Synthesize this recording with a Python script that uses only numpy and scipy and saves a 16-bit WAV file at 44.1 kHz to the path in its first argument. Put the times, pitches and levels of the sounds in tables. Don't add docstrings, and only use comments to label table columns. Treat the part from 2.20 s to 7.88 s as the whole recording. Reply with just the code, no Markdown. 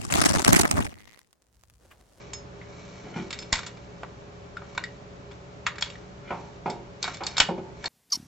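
import sys
import numpy as np
from scipy import signal
from scipy.fft import rfft, irfft, next_fast_len
from scipy.io import wavfile

SR = 44100
rng = np.random.default_rng(int(sys.argv[2]) if len(sys.argv) > 2 else 0)


def file_out(sig):
    cols = np.atleast_2d(sig).T
    lim = np.clip(cols, -1, 1)
    pcm = np.round(lim * 32767).astype(np.int16)
    wavfile.write(sys.argv[1], SR, pcm)


N = 250591

TIME = np.arange(N) / SR
SHORT = TIME[:SR // 2]
LEFT_RIGHT = np.array([[1], [-1]])
CUTOFF_HZ = 7800


def from_db(db):
    return 10 ** (np.asarray(db) / 20)


def rms_one(x):
    return x / np.sqrt(np.mean(x ** 2) + 1e-20)


def attack_db(x):
    return 10 * np.log10(np.mean(x[:SR // 40] ** 2) + 1e-20)


def at_hz(points, hz):
    points = np.array(points)
    return np.interp(np.log(np.maximum(hz, 1)), np.log(points[:, 0]), points[:, 1])


def bins(size):
    return np.arange(size // 2 + 1) * SR / size


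def colour(x, curve):
    size = next_fast_len(x.shape[-1] // 2 + 1024) * 2
    cepstrum = irfft(np.log(from_db(at_hz(curve, bins(size)))), size)
    cepstrum[1:size // 2] *= 2
    cepstrum[size // 2 + 1:] = 0
    response = np.exp(rfft(cepstrum))
    return irfft(rfft(x, size) * response, size)[..., :x.shape[-1]]


def band(x, low_hz, high_hz):
    sos = signal.butter(2, [low_hz, high_hz], "band", fs=SR, output="sos")
    return signal.sosfilt(sos, x)


def add(out, start_s, sound):
    at = int(start_s * SR)
    out[..., at:at + sound.shape[-1]] += sound[..., :N - at]


def ringing(modes, extra_db=0, detune=0, freedom=1):
    hz, db, t60_s = np.transpose(modes)
    hz = hz * (1 + detune * rng.standard_normal(len(hz)))
    gain = from_db(db + extra_db) * rng.choice([-1, 1], len(hz))
    decay = np.exp(-np.log(1000) * SHORT / (t60_s[:, None] * freedom))
    return gain @ (np.sin(2 * np.pi * hz[:, None] * SHORT) * decay)


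def slips(per_s, spread_db):
    clicks = (rng.random(N) < per_s / SR) * rng.standard_normal(N)
    return clicks * from_db(spread_db * np.minimum(rng.exponential(1, N), 4))


def through(force, modes, freedom):
    return rms_one(signal.fftconvolve(force, ringing(modes, freedom=freedom))[:N])


# frequency_hz, level_db, free_t60_s
STEEL = [(950, -15.5, 0.037), (996, -7.5, 0.15), (1160, -3, 0.081), (1238, -4.5, 0.079), (1391, -2, 0.16),
         (1522, 0.5, 0.13), (1710, -4, 0.033), (1880, -4.5, 0.22), (1943, -11, 0.093), (2214, 1, 0.14),
         (2380, -7.5, 0.14), (2760, -25, 0.09), (2860, -15.5, .12), (2850, -7, 0.42), (3230, -18.5, 0.059),
         (3568, 5, 0.082), (3760, 3.5, 0.19), (3920, -13, 0.035), (4280, 9.5, 0.043), (4540, 5.5, 0.051),
         (4670, 6.5, 0.059), (5110, 10, 0.056), (5700, -9.5, .07), (6500, -4, 0.046), (7320, 4.5, 0.08),
         (7600, -7, 0.057), (7360, -11.5, .1), (8020, -2, 0.091)]
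# frequency_hz, level_db
CRACK = [(100, -6.5), (400, -3.5), (800, 5), (1500, 7), (3000, 1.5), (4800, -1), (5300, -0.5), (5900, -2.5),
         (6900, 3.5), (7800, 0.5)]


def clink(pitch_hz, spot_db, chatter_ms, freedom):
    chatter = rng.standard_normal(len(SHORT)) * np.exp(-SHORT * 1000 / chatter_ms)
    bounces = (rng.random(len(SHORT)) < 900 / SR) * rng.standard_normal(len(SHORT))
    bounces = rms_one(bounces) * np.exp(-SHORT / 0.018)
    crack = from_db(20) * colour(chatter + from_db(-9) * freedom * bounces, CRACK)
    uneven_db = 1.0 * rng.standard_normal(len(STEEL))
    body = ringing(STEEL, uneven_db, detune=0.0066, freedom=freedom)
    spot = ringing([(pitch_hz, spot_db, 0.051)], freedom=freedom)
    hit = crack + (body + spot) * (1 - np.exp(-SHORT / 0.00077))
    width = 1.36
    return colour(hit, [(pitch_hz / width, 0), (pitch_hz, 0.34 * spot_db), (pitch_hz * width, 0)])


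OCTAVES_HZ = [850, 1700, 3400, 6200]


def balanced(hit, level_db, pitch_hz, below_db, above_db):
    octaves = np.log2(np.array(OCTAVES_HZ) / pitch_hz)
    wanted_db = level_db - np.where(octaves < 0, below_db, above_db) * abs(octaves)
    balance = []
    for hz, wanted in zip(OCTAVES_HZ, wanted_db):
        octave = band(hit[:SR // 20], hz / np.sqrt(2), hz * np.sqrt(2))
        balance.append((hz, wanted - attack_db(octave)))
    return colour(hit, balance)


# start_s, level_db, pitch_hz, fall_below_db_per_octave, fall_above_db_per_octave, spot_tone_db,
# chatter_ms, freedom (ring time as share of the free one)
CLINKS = [(0.134, -44, 5230, 4, -5, 2, 1.05, 0.36), (0.414, -44, 2094, 20, 26, 16, 14, 0.87),
          (1.106, -40, 2960, 9, 6.5, -2, 5.7, 0.37), (1.128, -36, 2220, 17, 5.5, 11, 6.1, 1),
          (1.189, -41.5, 5220, 7, 12, 7, 1.9, 0.65), (1.223, -45.5, 4340, 6.5, 17, 8, 9.2, 0.93),
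          (1.327, -28.5, 2090, 2.5, -2, 16.5, 3.6, 0.41), (1.337, -33, 3660, 11, 13, 2, 3.1, .9),
          (1.355, -34.5, 2000, 19, 4, 7, 3.7, 1), (1.38, -45, 1900, 7, 3, 3, 3, 1),
          (1.39, -43, 1260, 6, 2, 7, 3.6, 0.9), (1.432, -46, 1840, 6, 6, 14.5, 2.7, 1),
          (1.4642, -45.5, 3580, 3, -0.5, -1, 11, 1), (1.571, -55, 2380, 9, 10, 11, 2.8, 0.71),
          (1.8328, -37, 1200, 9.5, 12, 7, 1.94, 0.36), (2.3686, -36, 1400, 14, 12.5, 19, 3, 0.49),
          (2.418, -45.5, 1250, 13, 13.5, 9, 2.7, 1), (2.549, -56, 1214, 0, 3, 10, 2, 1),
          (2.577, -30, 1770, 8.5, 8.5, -12, 2.2, 0.33), (2.639, -32.5, 1907, 22, 9.5, 19.5, 1.2, 0.64),
          (3.1124, -58.5, 3380, -1, 11, 3, 4, 1), (3.4654, -21, 1226, 38, 8, 16, 10, 0.47),
          (3.557, -49.5, 1900, 6, 9, 7, 3.7, .9), (3.583, -42.5, 1770, 12, 5.5, 15, 4.4, 0.56),
          (3.61, -44, 5140, 4, -1, -1, 3, 1), (3.624, -28.5, 3414, 8.5, 8, 11.5, 1.8, 0.34),
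          (3.66, -47, 3460, 4.5, 20, 6, 2.3, 0.74), (3.701, -47, 2800, 12, 7, 10, 4.3, 0.64),
          (3.7548, -46.5, 1930, 20, 16.5, 14, 2.6, 0.35), (4.499, -44, 5030, 4, 6, 7, 4.9, 1),
          (4.8276, -30.5, 4520, 10, 7, 15, 4.7, 0.58), (4.841, -34.5, 3820, 3, 10, 16.5, 1.4, 1),
          (4.878, -35.5, 1423, 2.5, 7.5, 13, 2.2, 0.65), (4.944, -47, 3500, 4.5, 2.5, 8, 5.6, 0.91),
          (4.97, -51.5, 1890, 20, 1.5, 11, 3, 0.56), (5.0358, -39, 4620, 9, 13, 13, 2.3, 1),
          (5.066, -29.5, 4450, 11, 10, 19, 5.5, 0.48), (5.1683, -31, 3780, 8.5, 9.5, 15, 3, 1),
          (5.18, -29, 5080, 2.5, -3, 3.5, 7.3, 0.58), (5.2008, -17.5, 2977, 6, 4, 15, 4, 0.5),
          (5.212, -36.5, 2985, 2, 11, 15, 2, 0.7), (5.642, -39.5, 1730, 12, 4.5, 15, 1.1, 0.31),
          (5.657, -25.5, 4350, 16.5, 33, 19, 5.1, 0.65)]


def clinks(trim_db=1.5, left_over_right_db=-0.7, graze_db=-22, graze_s=0.0034):
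    out = np.zeros((2, N))
    for start_s, level_db, pitch_hz, below_db, above_db, spot_db, chatter_ms, freedom in CLINKS:
        hit = clink(pitch_hz, spot_db, chatter_ms, freedom)
        hit = balanced(hit, level_db, pitch_hz, below_db, above_db)
        hit = hit * from_db(trim_db + left_over_right_db / 2 * LEFT_RIGHT)
        add(out, start_s - graze_s, from_db(graze_db) * hit)
        add(out, start_s, hit)
    return out


# start_s, level_db
OVERLOADS = [(1.327, -32.5), (5.202, -36.5)]


def overload(push_s=0.0022, ring_hz=170, ring_db=-12, ring_t60_s=0.02):
    out = np.zeros(N)
    push = SHORT / push_s * np.exp(1 - SHORT / push_s)
    for start_s, level_db in OVERLOADS:
        thump = band(push + ringing([(ring_hz, ring_db, ring_t60_s)]), 20, 560)
        add(out, start_s, thump * from_db(level_db - attack_db(thump)))
    return out


# start_s, lower_tone_db, upper_tone_db
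HANDLE_HITS = [(0.134, -38, -37.5), (1.192, -41, -60), (3.624, -47, -56), (5.068, -42, -60)]
HANDLE_HZ = [5206, 6648]
HANDLE_T60_S = 0.18


def handle():
    out = np.zeros(N)
    for start_s, *tones_db in HANDLE_HITS:
        modes = [(hz, db, HANDLE_T60_S) for hz, db in zip(HANDLE_HZ, tones_db)]
        add(out, start_s, ringing(modes))
    return out


# start_s, level_db, brightness_hz, contact_ms, freedom (ring time as share of the free one)
BUMPS = [(0.842, -45, 293, 170, 1), (0.957, -32, 173, 24, 0.81), (0.986, -39, 153, 14, 0.6),
         (4.104, -30.5, 1370, 26, 0.33), (4.122, -38, 940, 60, 1), (4.458, -27.5, 835, 24, 0.46),
         (4.474, -32.5, 424, 41, 0.86), (4.573, -49, 295, 12, 0.76), (5.006, -34.5, 1360, 43, 0.83),
         (5.287, -27, 605, 12.5, 0.26), (5.305, -30.5, 480, 9.5, 0.91), (5.377, -35.5, 420, 17, 0.8),
         (5.645, -40, 900, 17, 0.4)]
# frequency_hz, level_db, free_t60_s
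SPRING = [(173.7, 5, 0.15), (180, 7, 0.2), (204, -8, 0.54), (226.3, -5, 0.3), (341.2, -3, 0.48),
          (382.4, -2.5, 0.6), (422, -8, 0.4), (472, -1, 0.079), (545.5, 2.5, 0.23), (714, -17, 0.96),
          (809, 4, 0.22), (860, -4.5, 0.76), (932, -7, 0.75), (1030, -14, 0.12), (1286, 1.5, 0.093),
          (1470, -6, 0.41), (2000, -18, 0.3), (2160, 3, 0.27), (2392, 7, 0.13), (2920, 6, 0.14)]
# frequency_hz, level_db
THUD = [(60, -8.5), (150, 1.5), (400, -2.5), (800, 3), (1300, -4), (1800, -8), (2500, -4.5), (4000, -3)]


def spring(thud_db=21, low_hz=130, top_hz=2600, spread_db=1.5, swell_cycles=1.36, grip_detune=0.007):
    out = np.zeros(N)
    for start_s, level_db, bright_hz, contact_ms, freedom in BUMPS:
        rub = rng.standard_normal(len(SHORT)) * np.exp(-SHORT * 1000 / contact_ms)
        uneven_db = spread_db * rng.standard_normal(len(SPRING))
        coil = ringing(SPRING, uneven_db, grip_detune, freedom)
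        boom = from_db(thud_db) * colour(rub, THUD) + coil
        swell = 1 - np.exp(-SHORT * bright_hz / swell_cycles)
        softness = [(bright_hz / 8, -3), (bright_hz, 0), (bright_hz * 2, -8),
                    (bright_hz * 4, -19), (bright_hz * 12, -22)]
        boom = band(colour(boom * swell, softness), low_hz, top_hz)
        add(out, start_s, boom * from_db(level_db - attack_db(boom)))
    return out


# peak_s, level_db, half_length_s
BRUSHES = [(0.873, -52, 0.029), (0.98, -43, 0.04), (4.097, -48.5, 0.045), (5.164, -49, 0.026)]
# frequency_hz, level_db
BRUSH_COLOUR = [(200, -18), (380, -7), (700, -20), (1400, 4), (2400, -3.5), (3000, -1), (4500, -13)]


def brushing(rough_db=-6, freedom=0.21):
    force = slips(per_s=4000, spread_db=3.6)
    rough = from_db(rough_db) * rms_one(band(force, 600, 4500))
    sound = rms_one(colour(through(force, SPRING, freedom) + rough, BRUSH_COLOUR))
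    strokes = sum(from_db(level_db) * np.exp(-((TIME - peak_s) / half_s) ** 2)
                  for peak_s, level_db, half_s in BRUSHES)
    return sound * strokes


# peak_s, level_db, fade_s (time to fall to 1/e)
SLIDES = [(0.0, -50.5, 0.16), (0.62, -50.5, 1), (0.98, -45.5, 0.15), (1.19, -48.5, 0.15),
          (1.36, -39, 0.082), (2.5, -54, 0.33), (3.12, -55, .08), (3.66, -47.5, 0.14), (4.149, -51.5, 0.21),
          (4.52, -47, 0.027), (4.852, -35, 0.077), (4.935, -40, .04), (5.08, -41, .07), (5.23, -50, .04),
          (5.67, -38, 0.17)]
# frequency_hz, level_db
RUB_COLOUR = [(300, -1), (1000, -5), (2300, -5), (3500, -10), (5000, -15.5), (6000, -7.5), (7500, -16.5)]
SLIDE_RISE_SHARE = 0.22


def rubbing(ring_db=-3, freedom=0.27, holding_db=-65, trim_db=-3.0):
    force = slips(per_s=2200, spread_db=0)
    ticks = rms_one(band(force, 220, CUTOFF_HZ))
    sound = ticks + from_db(ring_db) * through(force, STEEL, freedom)
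    effort = from_db(holding_db)
    for peak_s, level_db, fade_s in SLIDES:
        age = (TIME - peak_s) / fade_s
        stroke = np.exp(-np.maximum(age, -age / SLIDE_RISE_SHARE))
        effort = np.maximum(effort, from_db(level_db) * stroke)
    return rms_one(colour(sound, RUB_COLOUR)) * effort * from_db(trim_db)


# frequency_hz, t60_s
GARAGE_T60 = [(150, 0.64), (1000, 0.27), (3500, 0.29), (7500, 0.19)]


def garage(x, near_db=-7, near_s=0.0035, near_side=1.23, tail_db=-11, tail_side=0.52, build_s=0.0007):
    mid, side = rng.standard_normal((2, len(SHORT)))
    side = side * LEFT_RIGHT
    edges = np.geomspace(80, 10000, 7)
    tail = 0
    for k, (low_hz, high_hz) in enumerate(zip(edges, edges[1:])):
        t60_s = at_hz(GARAGE_T60, np.sqrt(low_hz * high_hz))
        decay = np.exp(-np.log(1000) * SHORT / t60_s)
        tail = tail + band(mid + tail_side * side, low_hz, high_hz) * decay * (-1) ** k
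    tail = tail * (1 - np.exp(-SHORT / build_s))
    near = band(mid + near_side * side, 200, 10000) * np.exp(-SHORT / near_s)
    near = near * (SHORT > 0.0004)
    response = from_db(near_db) * rms_one(near) + from_db(tail_db) * rms_one(tail)
    response = response / np.sqrt(2 * len(SHORT))
    return signal.fftconvolve(x, response, axes=1)[:, :N]


# frequency_hz, level_db
AIR = [(15, -39), (25, -21), (60, 1), (123, -8), (146, -1), (181, -5), (209, -8.5), (373, -9.5), (401, -1),
       (464, -13), (576, -10), (619, -12), (2120, -25), (6920, -34.5), (8000, -40.5), (10400, -66),
       (17600, -120)]
# frequency_hz, side_against_mid_db
WIDTH = [(30, -25.5), (150, -6.5), (300, -5.5), (1000, 3), (7000, -1.5)]
# frequency_hz, level_db, line_width_hz
HUM = [(77.6, -59, 11), (122.2, -53, 3.3), (180.5, -54.5, 5.62), (409.7, -57, 6.36), (571, -57.5, 5.3)]


def background(air_db=-46):
    mid, side = colour(rng.standard_normal((2, N)), AIR)
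    air = rms_one(mid + colour(side, WIDTH) * LEFT_RIGHT)
    hum = 0
    for hz, level_db, width_hz in HUM:
        wander = np.cumsum(rng.standard_normal(N)) * np.sqrt(2 * np.pi * width_hz / SR)
        hum = hum + from_db(level_db) * np.sqrt(2) * np.sin(2 * np.pi * hz * TIME + wander)
    return from_db(air_db) * air + hum


def scene():
    work = clinks() + overload() + handle() + spring() + brushing() + rubbing()
    return work + garage(work) + background()


def record(dry):
    rounded = 0.9 * np.tanh(dry / 0.9)
    return signal.sosfilt(signal.ellip(10, 0.3, 70, CUTOFF_HZ, fs=SR, output="sos"), rounded)


dry = scene()
out = record(dry)
file_out(out)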